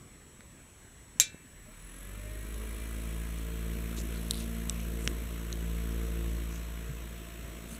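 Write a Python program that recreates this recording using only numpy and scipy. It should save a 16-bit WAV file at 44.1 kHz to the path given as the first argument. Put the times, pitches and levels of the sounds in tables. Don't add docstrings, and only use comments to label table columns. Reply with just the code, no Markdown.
import sys
import numpy as np
from scipy import signal
from scipy.fft import irfft
from scipy.io import wavfile
from scipy.ndimage import uniform_filter1d

SR = 44100
rng = np.random.default_rng(int(sys.argv[2]) if len(sys.argv) > 2 else 0)


def voltage_ratio(level):
    return 10 ** (np.asarray(level, float) / 20)


def digitize_waveform(pressure):
    field = np.atleast_2d(pressure).T
    bounded = np.clip(field, -1, 1)
    quanta = np.round(bounded * 32767).astype(np.int16)
    wavfile.write(sys.argv[1], SR, quanta)


N = 343539
T = np.arange(N) / SR
ON_S, TOP_HZ = 1.2, 56.64


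def evened(x):
    return x / np.sqrt(np.mean(x ** 2) + 1e-20)


def read(points, hz):
    f, value = np.transpose(points)
    return np.interp(np.log(hz + 1), np.log(f + 1), value)


def add(mix, s, sound):
    part = mix[round(s * SR):][:len(sound)]
    part += sound[:len(part)]


def resonate(x, hz, width):
    r = np.exp(-np.pi * width / SR)
    return 2 * signal.lfilter([1 - r], [1, -r * np.exp(2j * np.pi * hz / SR)], x).real


def resonate_twice(x, hz, width):
    return resonate(resonate(x, hz, width), hz, width)


def drift(rate):
    swings = np.geomspace(rate / 20, rate, 12)
    return evened(sum(np.sin(2 * np.pi * (f * T + rng.random())) / np.sqrt(f) for f in swings))


def hiss(points, patchy_db, size=1024):
    hop = size // 4
    a, b, patches = rng.standard_normal((N // hop + 5, size // 2 + 1, 3)).T
    patches = evened(uniform_filter1d(uniform_filter1d(patches, 10, 0), 10, 1))
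    colour_db = read(points, np.fft.rfftfreq(size, 1 / SR))[:, None]
    z = (a + 1j * b) * voltage_ratio(colour_db + patchy_db * patches)
    return evened(signal.istft(z, nperseg=size, noverlap=size - hop)[1][:N])


# t/s, nearness level/dB, facing the blades [0-1]
VIEW = [(1.3, -3, 0.3), (1.8, -4, 0.54), (2.3, -3, 0), (2.7, -0.3, 0.64), (3.1, 0, 0.75), (3.45, 1, 0.3),
        (3.8, 0.5, 0.88), (4.3, 1.1, 1), (4.8, 0.7, 0.98), (5.1, 0.5, 0.65), (5.5, 0, 0.53), (5.9, 3, 0.58),
        (6.35, 2.5, 0.48), (6.65, -2.5, .3), (6.9, -4, 0), (7.2, -8.5, 0.44), (7.5, -8, 0.6),
        (7.79, -9, .6)]


def heard(laws, speed):
    s, near_db, facing = np.transpose(VIEW)
    near_db, facing = np.interp(T, s, near_db), np.interp(T, s, facing)
    gains = []
    for db, power, share, facing_db in laws:
        place_db = db + share * near_db + facing_db * facing
        gains.append(voltage_ratio(place_db) * np.clip(speed, 0, 2) ** power)
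    return gains


def passing(hz, centre_hz, width_hz, db):
    return 1 + voltage_ratio(db) / (1 + ((hz - centre_hz) / width_hz) ** 4)


# f/Hz, level/dB [per Hz]
ROOM = [(26, -13), (48, 6.5), (79, 0.5), (210, -4.5), (513, -13.5), (760, -21.5), (1000, -17.5),
        (2200, -18.5), (4300, -26), (4880, -38), (5350, -24.5), (8400, -23), (11000, -26.5), (16000, -38)]


def room():
    room_db, whine_db, whine_hz, frames_per_s = -54, -62.5, 7867.1, 29.97
    flips = np.tanh(12 * np.sin(np.pi * frames_per_s * T + .7))
    level = np.sqrt(2) * voltage_ratio(whine_db + .5 * drift(1.5))
    whine = level * flips * np.sin(2 * np.pi * whine_hz * T)
    return voltage_ratio(room_db) * hiss(ROOM, 1.8, size=2048) + whine


# t/s, peak level/dB, low ring f/Hz, high ring f/Hz, high over low level/dB
TICKS = [(0.4072, -38, 1790, 2900, -19), (2.543, -35.5, 3600, 6500, 3), (3.386, -35, 6400, 8800, 1.5),
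         (3.743, -42, 3850, 6500, -6), (4.15, -38, 4260, 8900, -7), (4.3093, -10.5, 3970, 7900, -2),
         (4.31, -20, 5530, 13500, -3), (4.3153, -32, 4100, 9000, 1.5), (4.335, -29, 4000, 9500, -1.5),
         (4.344, -26, 4050, 9400, -5), (4.3544, -30, 4170, 9500, 1.5), (4.375, -33, 3800, 10200, -3),
         (4.3935, -38, 6400, 10500, -3), (4.404, -35, 4200, 6400, 3), (4.697, -19, 3600, 6040, 4),
         (4.6964, -17.5, 7800, 8300, -5), (4.8027, -33, 3000, 6000, 3), (5.0757, -11, 2270, 5660, -3.5),
         (5.0762, -22.5, 3600, 1240, -11), (5.5274, -24, 4200, 6140, 1), (5.922, -38, 5570, 8330, 0)]
# f/Hz, width f/Hz, level/dB
SHELL = [(9000, 1300, -12), (13500, 7100, -34)]


def ticks():
    crumble_ms, break_size = .68, 6
    out, t = np.zeros(N), T[:2000]
    for s, db, low_hz, high_hz, high_db in TICKS:
        fade = np.exp(-t * 1000 / crumble_ms) * (1 - np.exp(-t * 4000 / crumble_ms))
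        kick = rng.standard_normal(len(t)) * fade
        kick = kick - break_size * (t == t[int(8 * crumble_ms)])
        tick = evened(resonate_twice(kick, low_hz, 1130))
        tick = tick + voltage_ratio(high_db) * evened(resonate_twice(kick, high_hz, 1700))
        tick = tick + sum(voltage_ratio(gain_db) * evened(resonate_twice(kick, hz, w)) for hz, w, gain_db in SHELL)
        add(out, s, voltage_ratio(db) * tick / abs(tick).max())
    return out


# start t/s, length t/s, level/dB, f/Hz, width f/Hz
CREAKS = [(3.964, 0.057, -48.5, 6850, 3470), (3.97, 0.023, -50.5, 3800, 1500),
          (4.315, 0.13, -54, 9500, 2500), (4.371, 0.082, -60, 6300, 2000), (4.165, .015, -57, 4300, 800),
          (4.321, 0.12, -53.5, 3700, 2000), (4.985, 0.14, -54, 8200, 2500), (6.5, 0.1, -58, 6300, 2020),
          (7.678, 0.1, -54, 8950, 4000), (7.702, 0.058, -97, 10050, 250), (7.703, 0.042, -61, 6300, 250),
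          (7.737, 0.03, -63, 4400, 400)]


def creaks():
    slips_per_s, grit = 500, .2
    out = np.zeros(N)
    for s, length, db, hz, width in CREAKS:
        chance, size = rng.random((6000, 2)).T
        slips = (chance < slips_per_s / SR) * voltage_ratio(-2.5 * np.log(size + 0.0011)) + grit * (size - .5)
        swell = np.sin(np.pi * np.clip(T[:6000] / length, 0, 1)) ** 0.5
        creak = evened(resonate_twice(slips * swell, hz, width))
        add(out, s, voltage_ratio(db) * creak / np.std(creak[:int(length * SR)]))
    return out


# t/s, peak level/dB, f/Hz, length [cycles]
BUMPS = [(0.391, -46, 200, 1.9), (1.156, -44.5, 220, 2), (1.2, -40.5, 554, 3), (1.2, -43, 111, 1.2),
         (1.343, -38, 160, 0.8), (1.345, -40, 400, 1.1), (5.068, -29, 120, 1.2), (5.0757, -31, 300, 0.9),
         (5.25, -36, 100, 1.5), (6.889, -32.5, 136, 3.8), (7.449, -40, 150, 1.5), (7.46, -40, 420, 1.6),
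         (7.72, -41, 200, 2.5)]


def bumps():
    out, t = np.zeros(N), T[:4000]
    for s, db, hz, cycles in BUMPS:
        u = t * hz / cycles
        add(out, s, voltage_ratio(db) * np.e * 3 * u * np.exp(-3 * u) * np.sin(2 * np.pi * hz * t))
    return out


def handling():
    return ticks() + creaks() + bumps()


# f/Hz, level/dB [per Hz]
SNAP = [(180, -55), (300, -51), (1200, -24), (3130, -4), (4020, -18), (4530, -17), (6130, 5.5), (7140, 4),
        (8740, -22), (10900, -22), (11800, -6.5), (13800, -13), (16900, -42)]
# f/Hz, level/dB, t60/s
CAGE = [(2358, -5, 0.27), (2627, -21, 0.43), (2665, -16, 0.35), (3494, -8, 0.19), (3747, -4, 0.15),
        (3817, 0, 0.13), (3951, -2, 0.13), (4016, -5, 0.17), (4264, -20, 0.25), (4452, -7, 0.17),
        (4780, -10, 0.17), (4990, -14, 0.16), (5351, -8, 0.12), (5459, -15, 0.17),
        (1525, -24, 0.66), (1730, -27, 0.78), (2665, -27, 0.9), (3815, -19, .4)]
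# f/Hz, level/dB, t60/s
LEVER = [(6094, -27, .2), (6379, -18, .16), (7171, -17, .18), (7343, -14, .08), (7500, 2, .06),
         (7768, -22, .12), (8759, -22, .088), (9152, -28, .13), (9814, -23, .075), (10060, -30, .084),
         (10820, -35, .11), (11700, -34, .12), (12100, -20, .067), (12930, -30, .069)]
# f/Hz, level/dB [per Hz]
CAGE_TAIL = [(350, -38), (600, -13), (894, -33), (1050, -25), (1550, -8), (1960, -10), (2340, -4.5),
             (2830, -14), (3890, -1.5), (4750, -23), (5400, -4), (7410, -1.5), (12500, -8), (16000, -29)]
# f/Hz, t60/s
CAGE_T60 = [(600, 0.14), (1500, 0.12), (2500, 0.18), (4000, 0.22), (7000, .13), (12000, 0.085)]


def switch():
    snap_db, ring_db, lever_db, tail_db = 0, -29.5, 16, -26.5
    t, out = T[:SR // 2], np.zeros(N)
    log_gain = np.log(voltage_ratio(np.maximum(read(SNAP, abs(np.fft.fftfreq(2048, 1 / SR))), -60)))
    snap = np.fft.ifft(np.exp(log_gain - 1j * signal.hilbert(log_gain).imag)).real[:1024]
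    add(out, 1.1997, voltage_ratio(snap_db) * snap / abs(snap).max())
    modes = CAGE + [(hz, db + lever_db, t60) for hz, db, t60 in LEVER]
    ring = sum(voltage_ratio(db - 60 * t / t60) * np.sin(2 * np.pi * hz * t + hz) for hz, db, t60 in modes)
    add(out, 1.1998, voltage_ratio(ring_db) * ring * (1 - np.exp(-t / 0.0028)))
    hz, s, z = signal.stft(rng.standard_normal(len(t)), SR, nperseg=256)
    tail_gain = voltage_ratio(read(CAGE_TAIL, hz)[:, None] - 60 * s / read(CAGE_T60, hz)[:, None])
    tail = signal.istft(z * tail_gain, SR, nperseg=256)[1][:len(t)]
    add(out, 1.2, voltage_ratio(tail_db) * tail / np.std(tail[:900]) * (1 - np.exp(-t / 0.00049)))
    return out


# t/s, loss f/Hz
SAG = [(2.2, 0), (2.7, .2), (3.45, .2), (3.95, .1), (4.5, .04), (4.9, 0), (6.2, 0), (6.7, .1), (7.79, .085)]


def shaft():
    spin_s, grip_s = .43, .09
    speed = 1 - np.exp(-np.maximum(T - ON_S - grip_s, 0) / spin_s)
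    speed = speed - np.interp(T, *np.transpose(SAG)) / TOP_HZ
    speed = speed * (1 + .00008 * drift(3))
    return speed, 2 * np.pi * np.cumsum(TOP_HZ * speed) / SR


# order [per turn], level/dB
COGS = [(11, -5), (12, -2.5)]


def cogging(speed, angle):
    waver_db, slip_fade_db = 1.5, 40
    slip = np.clip(1 - speed, 0, 1)
    out = 0
    for k, db in COGS:
        level_db = db + waver_db * drift(9) - slip_fade_db * slip * (k < 12)
        out = out + voltage_ratio(level_db) * np.cos(k * angle + k * k)
    return out * passing(12 * TOP_HZ * speed, 610, 14, 7)


# order [per turn], level/dB
SLOTS = [(18, 12), (24, -8), (30, -1), (36, 0), (42, -1), (48, -1), (54, -4), (60, -6)]
# f/Hz, level/dB
CAN = [(300, -16), (540, -29), (610, 10), (690, -16), (800, -34), (1300, -13), (1680, 12), (2000, 7),
       (2360, 7), (2600, -30), (4000, -41)]


def slot_whine(speed, angle):
    waver_db = 2.6
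    slip = np.clip(1 - speed, 0, 1)
    current = (.09 + 1.6 * speed ** 5 * slip / (slip + .05)) * (T > ON_S)
    slots = 0
    for k, db in SLOTS:
        level_db = db + read(CAN, k * TOP_HZ * speed) + waver_db * drift(6.9)
        slots = slots + voltage_ratio(level_db) * np.cos(k * angle + k)
    can_ring = evened(resonate_twice(rng.standard_normal(N), 2360, 17))
    return voltage_ratio(-67) * current * (slots + voltage_ratio(4.5) * can_ring * speed ** 3)


# order [per turn], level/dB
TRACK = [(90, -16), (110, -8), (140, -6), (160, -3), (190, -2), (205, -3), (232, -3), (243, -1), (250, 0),
         (256, -6), (272, -13), (330, -18)]
# f/Hz, width f/Hz, level/dB
HOUSING = [(9100, 500, 5), (10450, 200, 3), (10850, 350, 5), (11450, 200, 5), (12600, 700, 4),
           (13820, 250, 6), (14170, 250, 9)]


def brushes(speed, angle, low, high):
    squeal_hz, squeal_db, squeal_order = 11250, 10, 244
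    pull_db, swell_db = 22, 3.5
    slip = np.clip(1 - speed, 0, 1)
    size = 8192
    order = np.arange(size // 2 + 1)
    chance = rng.standard_normal((3, len(order), 2)) @ [1, 1j]
    tracks = irfft(voltage_ratio(read(TRACK, order)) * (order > 80) * chance, axis=1)
    place = angle / (2 * np.pi) % 1 * size
    laps = [np.interp(place, np.arange(size + 1), np.append(w, w[0])) for w in tracks]
    turn = 1.2 * T + .3 * drift(1)
    song = laps[0] + 0.26 * (np.cos(turn) * laps[1] + np.sin(turn) * laps[2])
    song = song * voltage_ratio(0.64 * np.cos(3 * angle))
    song = song + sum(voltage_ratio(db + swell_db * drift(1.52)) * resonate(song, hz, w) for hz, w, db in HOUSING)
    squeal = passing(squeal_order * TOP_HZ * speed, squeal_hz, 830, squeal_db) - 3
    springs = squeal * resonate_twice(song, squeal_hz, 900)
    pull = voltage_ratio(pull_db) * slip * resonate(resonate(song, 10500, 2200), 10900, 2100)
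    song = song + springs + pull
    below = signal.oaconvolve(song, signal.firwin(101, 12500, fs=SR), "same")
    lean = voltage_ratio(5.5 * np.cos(angle + .4) - 1.5)
    return voltage_ratio(2.0) * low * lean * evened(below) + high * np.sqrt(lean) * evened(song - below)


# level/dB at full speed, power of speed, share of nearness, facing level/dB
MOTOR = [
    (-59.5, 4.5, 0, 1.5),
    (-61, 3.5, 0.28, 6),
    (-60.5, 1.3, 0.5, 1),
]


def motor(speed, angle):
    cog, low, high = heard(MOTOR, speed)
    slip = np.clip(1 - speed, 0, 1)
    scrape = voltage_ratio(-63.5) * (T > ON_S) * np.sqrt(slip) * hiss(CAN, 3.0)
    cogs = voltage_ratio(-0.5) * cog * cogging(speed, angle)
    return cogs + slot_whine(speed, angle) + scrape + brushes(speed, angle, low, high)


# level/dB at full speed, power of speed, share of nearness, facing level/dB
BEAT_LAWS = [
    (-35, 3.5, 1.07, -2.8),
    (-53, 10, 0.74, 1),
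    (-61.5, 8.8, 1.03, 1.6),
    (-61.5, 3.04, 0.39, 15),
    (-52.5, 7.1, 1.17, -0.5),
]
# order [per turn], level/dB
UPPER = [(5, -6.5), (6, -3), (7, -16.5), (8, -4.5), (9, -17), (10, -42.5)]


def blades(speed, angle):
    *first, upper = heard(BEAT_LAWS, speed)
    first[1] = first[1] * passing(2 * TOP_HZ * speed, 99, 3.8, 17.5)
    first[3] = first[3] * passing(2 * TOP_HZ * speed, 99, 3.8, 3.0)
    first[2] = first[2] * passing(3 * TOP_HZ * speed, 168.3, 2.6, 12)
    orders = list(enumerate(first, 1)) + [(k, upper * voltage_ratio(db)) for k, db in UPPER]
    skew, bass_lag, late_lag, wander = .9, .68, .6, .045
    beat = 0
    for k, gain in orders:
        waver = voltage_ratio(0.79 * np.sqrt(k) * drift(18))
        lag = skew + bass_lag / k + late_lag * max(k - 6, 0) + wander * k * drift(12)
        beat = beat + np.sqrt(2) * gain * waver * np.cos(k * angle - lag)
    return beat


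# level/dB at full speed, power of speed, share of nearness, facing level/dB
AIR = [
    (-52.5, 3, 0.23, 0.76),
    (-52, 4.6, 0.32, 1.5),
]
# f/Hz, level/dB [per Hz]
RUSH = [(300, -20), (500, -4), (680, -7), (800, -15), (1000, -4), (2700, -5), (4200, -11), (4860, -27),
        (5350, -14), (6200, -13), (8500, -17), (9500, -31), (11500, -36), (14000, -42), (16000, -46)]
# f/Hz, level/dB [per Hz]
BUFFET = [(22, -1), (45, 0), (100, -5), (200, -2), (350, -3.5), (600, -13), (800, -29), (1500, -77)]


def air(speed, angle):
    rush, buffet = heard(AIR, speed)
    puff = voltage_ratio(1.9 * np.cos(angle + .4) + .8 * np.cos(2 * angle + .4))
    lumps = voltage_ratio(3 * np.cos(angle - .2) + 1.8 * drift(8))
    return rush * puff * hiss(RUSH, 1.3) + buffet * lumps * hiss(BUFFET, 0.4, size=2048)


def scene():
    speed, angle = shaft()
    camera = room() + handling()
    fan = switch() + motor(speed, angle) + blades(speed, angle) + air(speed, angle)
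    return (camera + fan)[None]


def low_pass(x):
    return signal.sosfilt(signal.butter(12, 17020, fs=SR, output="sos"), x)


def record(dry):
    thin = signal.sosfilt(signal.butter(2, 26, "high", fs=SR, output="sos"), dry)
    band = signal.firwin(301, 15780, window=("kaiser", 3), fs=SR)
    narrow = signal.oaconvolve(thin, band[None], "same")
    return low_pass(np.clip(narrow, -.978, .978))


dry = scene()
out = record(dry)
digitize_waveform(out)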